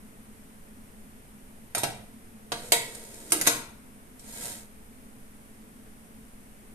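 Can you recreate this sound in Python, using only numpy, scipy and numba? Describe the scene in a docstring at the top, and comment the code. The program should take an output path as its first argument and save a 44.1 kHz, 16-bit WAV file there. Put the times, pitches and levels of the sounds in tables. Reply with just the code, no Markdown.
"""A quiet kitchen, a fan humming off to the right; a phone's two microphone ports close above a metal pot.
At 1.75 s a steel-rimmed glass lid is picked up, and its rim clacks and rings. At 2.5 s it touches the
pot, knocks and is dragged across; the air beneath booms ever lower as the gap closes. From 3.3 s the lid
clatters into its seat, the pot thuds, and a push of the hand rubs the rim home. A second push, strongest
near 4.5 s, dies away and leaves the fan and the room."""
import sys
import numpy as np
from scipy import signal
from scipy.fft import rfft, irfft, next_fast_len
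from scipy.io import wavfile
from numba import njit

SR = 44100
rng = np.random.default_rng(int(sys.argv[2]) if len(sys.argv) > 2 else 0)


def log_audio(samples):
    """Write samples as a 16-bit WAV file to the path given in sys.argv[1]."""
    # one column per channel
    frames = np.atleast_2d(samples).T
    # limit to full scale, then quantise
    limited = np.clip(frames, -1, 1)
    pcm = np.round(limited * 32767).astype(np.int16)
    wavfile.write(sys.argv[1], SR, pcm)


N = 297234
TIME = np.arange(N) / SR
TOUCH_S, DROP_S, SEATED_S = 2.52, 3.27, 3.8  # the lid meets the pot, starts to drop, sits in its seat
PORTS_PART_HZ = 1100  # above this the two ports hear the lid differently


# Knocks of the rim, close up: t/s, level/dB, body f/Hz, body gain/dB, thump gain/dB, edge gain/dB,
# build-up/ms, lid modes/dB, share through the pot wall/0-1, left minus right/dB
RIM_KNOCKS = [(1.7485, -26, 646, 4, 4, -3, 1, -6, 0.23, 0.5),
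              (1.771, -33, 870, 16.5, 11, -27, 0.36, -11, 0.1, -0.5),
              (1.7794, -34, 680, -5, -6, 7.5, 1.0, -2, 0, 1),
              (1.8335, -26, 780, 12, 14, -5, 0.37, -6.5, 0.22, -3.5),
              (1.8398, -31.5, 880, -1, 12, -7.5, 0.47, -0.5, 0.3, 8.5),
              (2.5194, -26, 765, 14.5, 7, -9, 0.11, -6.5, 0, -0.5),
              (2.72, -15, 696, 6, 1, -1.5, 0.49, -5, 0.72, -0.5),
              (3.3203, -21.5, 320, 5.5, -1, 2.5, .3, -4.5, 0.1, -0.5),
              (3.412, -28.5, 290, 6, 1, 3, 0.23, -19, 0.4, 1.5),
              (3.455, -35, 260, -6, -31, -8, 0.92, 5, 0.2, -9),
              (3.467, -26, 477, 7.5, -5.5, 2, 0.14, 1, 0.4, -1),
              (3.4710, -16, 784, -20, -5, 0, 0.63, -4.5, 0.13, 4)]
# Light ticks of the sliding rim: t/s, level/dB
RIM_TICKS = [(2.613, -62), (2.949, -44), (3.305, -41.5), (4.195, -50.5)]

def rim_knocks(comb, body_width_ratio=0.22, body_t60=0.81, thump_hz=500, edge_hz=6000, tick_hz=4000):
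    """Flat blows of the rim have thump and a hollow body, glancing ones more edge; ticks are all treble."""
    out, t = np.zeros((2, N)), np.arange(SR * 3 // 4) / SR
    ending = np.minimum(1, 10 * (t[-1] - t)) ** 2
    for s, db, body_hz, body_db, thump_db, edge_db, build_ms, modes_db, wall_share, pan_db in RIM_KNOCKS:
        contact = 1 - np.exp(-t * 1000 / build_ms)
        clack = filtered(clatter(t, comb), lambda f: 1 + wall_share * (pot_wall(f) - 1))
        blow = contact * (clack + undb(modes_db) * lid_ring(t))
        # the hollow body sounds with the contact and dies sooner than the ring
        damped = blow * fade(t, body_t60)
        hollow = filtered(damped, lambda f: resonance(f, body_hz, body_width_ratio * body_hz))
        thump = lambda f: undb(thump_db / (1 + (f / thump_hz) ** 4))
        edge = lambda f: undb(edge_db / (1 + (edge_hz / (f + 1)) ** 4))
        blow = filtered(blow + (undb(body_db) - 1) * hollow, lambda f: thump(f) * edge(f))
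        add(out, s, undb(db + np.array([[pan_db], [-pan_db]]) / 2) * blow * ending)
    for s, db in RIM_TICKS:
        tick = filtered(clatter(t, comb), lambda f: f / np.hypot(f, tick_hz))
        add(out, s, undb(db) * tick * ending)
    return out


# Dense ring of steel and glass, heard from just above: f/Hz, level/dB
CLATTER_SPECTRUM = [(40, -19), (115, 5.5), (190, 0.5), (400, 3.5), (700, 8.5), (1100, 7), (2200, 6),
                    (3000, 3), (4300, 7.5), (5600, 6.5), (9000, 6.5), (14000, -6)]
# Its tail in the kitchen: f/Hz, t60/s
KITCHEN_TAIL = [(100, 0.91), (300, 0.6), (700, 0.56), (2500, 0.54), (8000, 0.33), (14000, 0.33)]

def clatter(t, comb, crack_t60=0.076, snap_t60=0.006, snap_db=-1, tail_db=-10):
    """Countless close modes: a chattering crack, then a tail whose treble dies first."""
    spot = weak_modes(spacing_hz=118.73, spread_db=5)  # where the rim lands weights the modes
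    colour = lambda f: at_hz(comb, f) * at_hz(spot, f) * undb(at_hz(CLATTER_SPECTRUM, f))
    noise = filtered(diffuse(len(t), PORTS_PART_HZ), colour)
    attack = np.hypot(fade(t, crack_t60), undb(snap_db) * fade(t, snap_t60))
    attack *= grain(t, step_s=0.00093, spread_db=2)
    out, centres = 0, np.geomspace(100, 14000, 7)
    for hz, share in zip(centres, np.eye(len(centres))):
        band = filtered(noise, lambda f: at_hz(np.c_[centres, share], f))
        tail = undb(tail_db) * fade(t, at_hz(KITCHEN_TAIL, hz))
        out = out + band * np.hypot(attack, tail)
    return out


# Clearest modes of lid and pot: f/Hz, relative level/dB
CLEAR_MODES = [(310, -16), (464, -13), (549, -27), (657, -16), (699, -9.5), (929, -17.5), (1326, -17),
               (1497, -12), (1640, -9), (2223, -15), (2515, -14.5), (2697, -14), (3070, -17.5), (3295, -17),
               (3842, -5), (4151, -17), (4317, -15), (4780, -13), (5093, -14), (6799, -36), (7257, -11),
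               (8239, -35), (9011, -33), (11785, -13)]

def lid_ring(t, ring_db=-4, tail_share=0.62):
    """Each blow weights the clear modes anew, and the high ones reach the two ports out of step."""
    out = 0
    for (hz, db), (weight, sign, skew) in zip(CLEAR_MODES, rng.uniform(-1.2, 1, (len(CLEAR_MODES), 3))):
        phase = np.array([[1], [-1]]) * skew * min(hz / PORTS_PART_HZ / 2, np.pi / 2)
        gain = np.sign(sign) * undb(db + ring_db + 2 * weight)
        decay = fade(t, tail_share * at_hz(KITCHEN_TAIL, hz))
        out = out + gain * decay * np.sin(2 * np.pi * hz * t + phase)
    return out


# Quickly damped resonances of the pot wall: f/Hz, width/Hz, level/dB
WALL_MODES = [(1500, 70, -14), (1733, 41, 5), (1970, 70, 4.5), (2180, 180, 4), (2800, 67, 14.5),
              (3090, 66, 9.5), (3430, 120, -1), (3800, 200, 5.5), (4190, 160, -1), (4560, 110, 3),
              (4800, 190, 0), (6070, 380, 4.5), (7000, 240, -2), (9200, 2700, -2), (12700, 1600, 2)]

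def pot_wall(f, stiff_hz=1700):
    """The wall passes the bass whole and the treble only through its resonances."""
    bass = 1 / (1 + (f / stiff_hz) ** 2)
    return bass + sum(undb(db) * resonance(f, hz, width) for hz, width, db in WALL_MODES)


# Steel rim rubbing on the pot, close up: f/Hz, level/dB
SCRAPE_SPECTRUM = [(100, 8), (300, 5), (600, 6.5), (790, 2.5), (930, 5), (1100, -3), (2050, 6),
                   (2500, -1.5), (3150, -0.5), (3800, 2.5), (5500, 2.5), (7500, 5.5), (12000, -2),
                   (14000, -6)]

def rim_scrape(comb, modes_db=1, mode_width_hz=35):
    """The rim catches on tiny bumps: a grainy hiss that also excites the lid's modes."""
    friction = diffuse(N, PORTS_PART_HZ) * hand_effort() * grain(TIME, step_s=0.0028, spread_db=2)
    body = lambda f: 1 + undb(modes_db) * sum(resonance(f, hz, mode_width_hz) for hz, _ in CLEAR_MODES)
    return filtered(friction, lambda f: undb(at_hz(SCRAPE_SPECTRUM, f)) * body(f) * at_hz(comb, f))


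# Pushes that rub the lid into its seat: peak t/s, friction level/dB, length/s
HAND_PUSHES = [(3.465, -41.5, 0.56), (4.462, -41, 0.56)]

def hand_effort(drag_db=-50.5, ease_db_per_s=3.5, attack_s=0.1, release_s=0.1, rise_share=0.57):
    """Strength of the friction: one long drag that eases off, then pushes that swell and stop."""
    since = np.maximum(TIME - TOUCH_S, 0)
    gate = np.minimum(since / attack_s, 1) * np.exp(-np.maximum(TIME - DROP_S, 0) / release_s)
    strength = gate * undb(drag_db - ease_db_per_s * since)
    for s, db, length_s in HAND_PUSHES:
        start = s - rise_share * length_s
        push = np.interp(TIME, [start, s, start + length_s], [0, 1, 0]) ** 1.55  # a pointed swell
        strength = np.maximum(strength, undb(db) * push)
    return strength


def pot_air(blows, friction, width_hz=85, boom_db=9, rustle_db=12, closed_hz=320):
    """The air under the lid resonates; blows drive it harder the more it is shut in."""
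    hz = air_pitch()
    shut_in = np.minimum(1, closed_hz / hz) ** 4 * (TIME > TOUCH_S)
    drive = undb(boom_db) * shut_in * blows + undb(rustle_db) * friction * (TIME < SEATED_S)
    return moving_band(drive.mean(axis=0), hz, width_hz)


def air_pitch(open_hz=512, sink_hz_per_s=170, seated_hz=225.6, fall_s=0.14):
    """The air's note sinks as the lid covers the opening, then falls quickly as the lid drops."""
    covering = open_hz - sink_hz_per_s * (np.clip(TIME, TOUCH_S, DROP_S) - TOUCH_S)
    return seated_hz + (covering - seated_hz) * np.exp(-np.maximum(TIME - DROP_S, 0) / fall_s)


def pot_thud(contact, hz=151, width_hz=130, db=1.5):
    """Once the lid is on, every contact shakes the whole pot on its stand: a dull, low thud."""
    return undb(db) * filtered(contact * (TIME > TOUCH_S), lambda f: resonance(f, hz, width_hz) ** 2)


# Room tone of the kitchen: f/Hz, level in a 1 Hz band/dB
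ROOM_TONE = [(10, -66.5), (30, -75), (70, -80), (120, -81), (170, -81.5), (260, -81), (340, -86.5),
             (600, -89), (1200, -93), (2100, -95), (4300, -105), (7000, -104), (10000, -104), (14000, -107)]
# Wavering hum of the fan, off to the right: f/Hz, nominal width/Hz, level/dB
FAN_HUM = [(216.1, 12, -55.5), (253.7, 8.7, -62), (437.5, 14.3, -67.5)]

def kitchen(lag_s=0.000363, rumble_db=-64, rumble_hz=35):
    """Steady room tone and fan hum reach the right port first; each port has its own faint rumble."""
    air = filtered(diffuse(N, part_hz=1000), lambda f: undb(at_hz(ROOM_TONE, f)) * np.sqrt(SR / 2))
    for hz, width, db in FAN_HUM:
        hum = filtered(rng.standard_normal(N), lambda f: resonance(f, hz, 2 * width) ** 2)
        air = air + undb(db) * hum / hum.std()
    rumble = filtered(rng.standard_normal((2, N)), lambda f: resonance(f, rumble_hz, rumble_hz) ** 2)
    return delayed_left(air, lag_s) + undb(rumble_db) * rumble / rumble.std()


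def weak_modes(spacing_hz, spread_db):
    """A comb of weak modes of uneven strength: rows of f/Hz, gain."""
    gain = undb(spread_db * np.clip(rng.standard_normal(2000), -2, 2))
    return np.c_[1 + np.arange(len(gain)) * spacing_hz, gain / np.sqrt(np.mean(gain ** 2))]


def grain(t, step_s, spread_db):
    """A gain that jumps about as the rim meets tiny bumps."""
    return undb(spread_db * np.interp(t / step_s, np.arange(len(t)), rng.standard_normal(len(t))))


def diffuse(size, part_hz):
    """White noise at the two ports: alike in the bass, unrelated in the treble."""
    common, own = rng.standard_normal(size), rng.standard_normal((2, size))
    apart = lambda f: .08 + .92 * f ** 2 / (f ** 2 + part_hz ** 2)
    return filtered(common, lambda f: np.sqrt(1 - apart(f))) + filtered(own, lambda f: np.sqrt(apart(f)))


def delayed_left(pair, lag_s):
    """A source to the right reaches the left port later."""
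    return np.array([filtered(pair[0], lambda f: np.exp(-2j * np.pi * f * lag_s)), pair[1]])


def undb(db):
    """Decibels to gain."""
    return 10 ** (np.asarray(db) / 20)


def at_hz(rows, hz):
    """Rows of f/Hz, value, read on a log-frequency axis."""
    f, value = np.transpose(rows)
    return np.interp(np.log(np.maximum(hz, 1)), np.log(f), value)


def filtered(x, response):
    """Apply a gain given as a function of frequency."""
    size = next_fast_len(x.shape[-1])
    f = np.arange(size // 2 + 1) * SR / size
    return irfft(rfft(x, size) * response(f), size)[..., :x.shape[-1]]


def resonance(f, hz, width):
    """Response of one damped resonance, 1 at its centre."""
    return 1j * f * width / (hz ** 2 - f ** 2 + 1j * f * width)


def fade(t, t60):
    """Exponential decay, 60 dB in t60 seconds."""
    return np.exp(-np.log(1000) * t / t60)


def add(out, s, sound):
    """Mix a sound in at s seconds."""
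    start = int(s * SR)
    out[:, start:start + sound.shape[1]] += sound[:, :N - start]


@njit
def moving_band(x, hz, width):
    """State-variable band-pass whose centre moves."""
    y, band_state, low_state = np.empty(len(x)), 0., 0.
    for i in range(len(x)):
        tuning, damping = np.tan(np.pi * hz[i] / SR), width / hz[i]
        band = (band_state + tuning * (x[i] + 1e-18 - low_state)) / (1 + tuning * (tuning + damping))
        band_state, low_state = 2 * band - band_state, low_state + 2 * tuning * band
        y[i] = damping * band
    return y


def scene(lowest_hz=65):
    """Lid and pot close up, a little nearer the right port, with the kitchen behind them."""
    room, comb = kitchen(), weak_modes(spacing_hz=30.36, spread_db=3)
    blows, friction = rim_knocks(comb), rim_scrape(comb)
    contact = blows + friction
    # the low cut keeps the knocks and scrape free of deep rumble
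    low_cut = signal.butter(2, lowest_hz, "high", fs=SR, output="sos")
    lid_and_pot = signal.sosfilt(low_cut, contact + pot_air(blows, friction) + pot_thud(contact))
    return delayed_left(lid_and_pot, lag_s=0.00013) + room


# Resonances of the phone's left and right microphone ports: f/Hz, width/Hz, gain/dB
LEFT_MIC = [(7100, 700, 1.5), (8900, 1100, -1.5), (11470, 1280, 13)]
RIGHT_MIC = [(8420, 860, 3), (9170, 930, 12.5), (13500, 7700, -3.5)]

def record(dry, ceiling=0.8, top_hz=14300):
    """The phone above the pot: each port colours the treble, peaks are rounded, the top is cut steeply."""
    ports = []
    for channel, mic in zip(dry, (LEFT_MIC, RIGHT_MIC)):
        peaks = lambda f: [1 + (undb(db) - 1) * resonance(f, hz, width) for hz, width, db in mic]
        coloured = filtered(channel, lambda f: np.prod(peaks(f), axis=0))
        ports.append(coloured / (1 + (coloured / ceiling) ** 4) ** .25)
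    return signal.sosfilt(signal.ellip(10, .2, 80, top_hz, fs=SR, output="sos"), np.array(ports))


dry = scene()
out = record(dry)
log_audio(out)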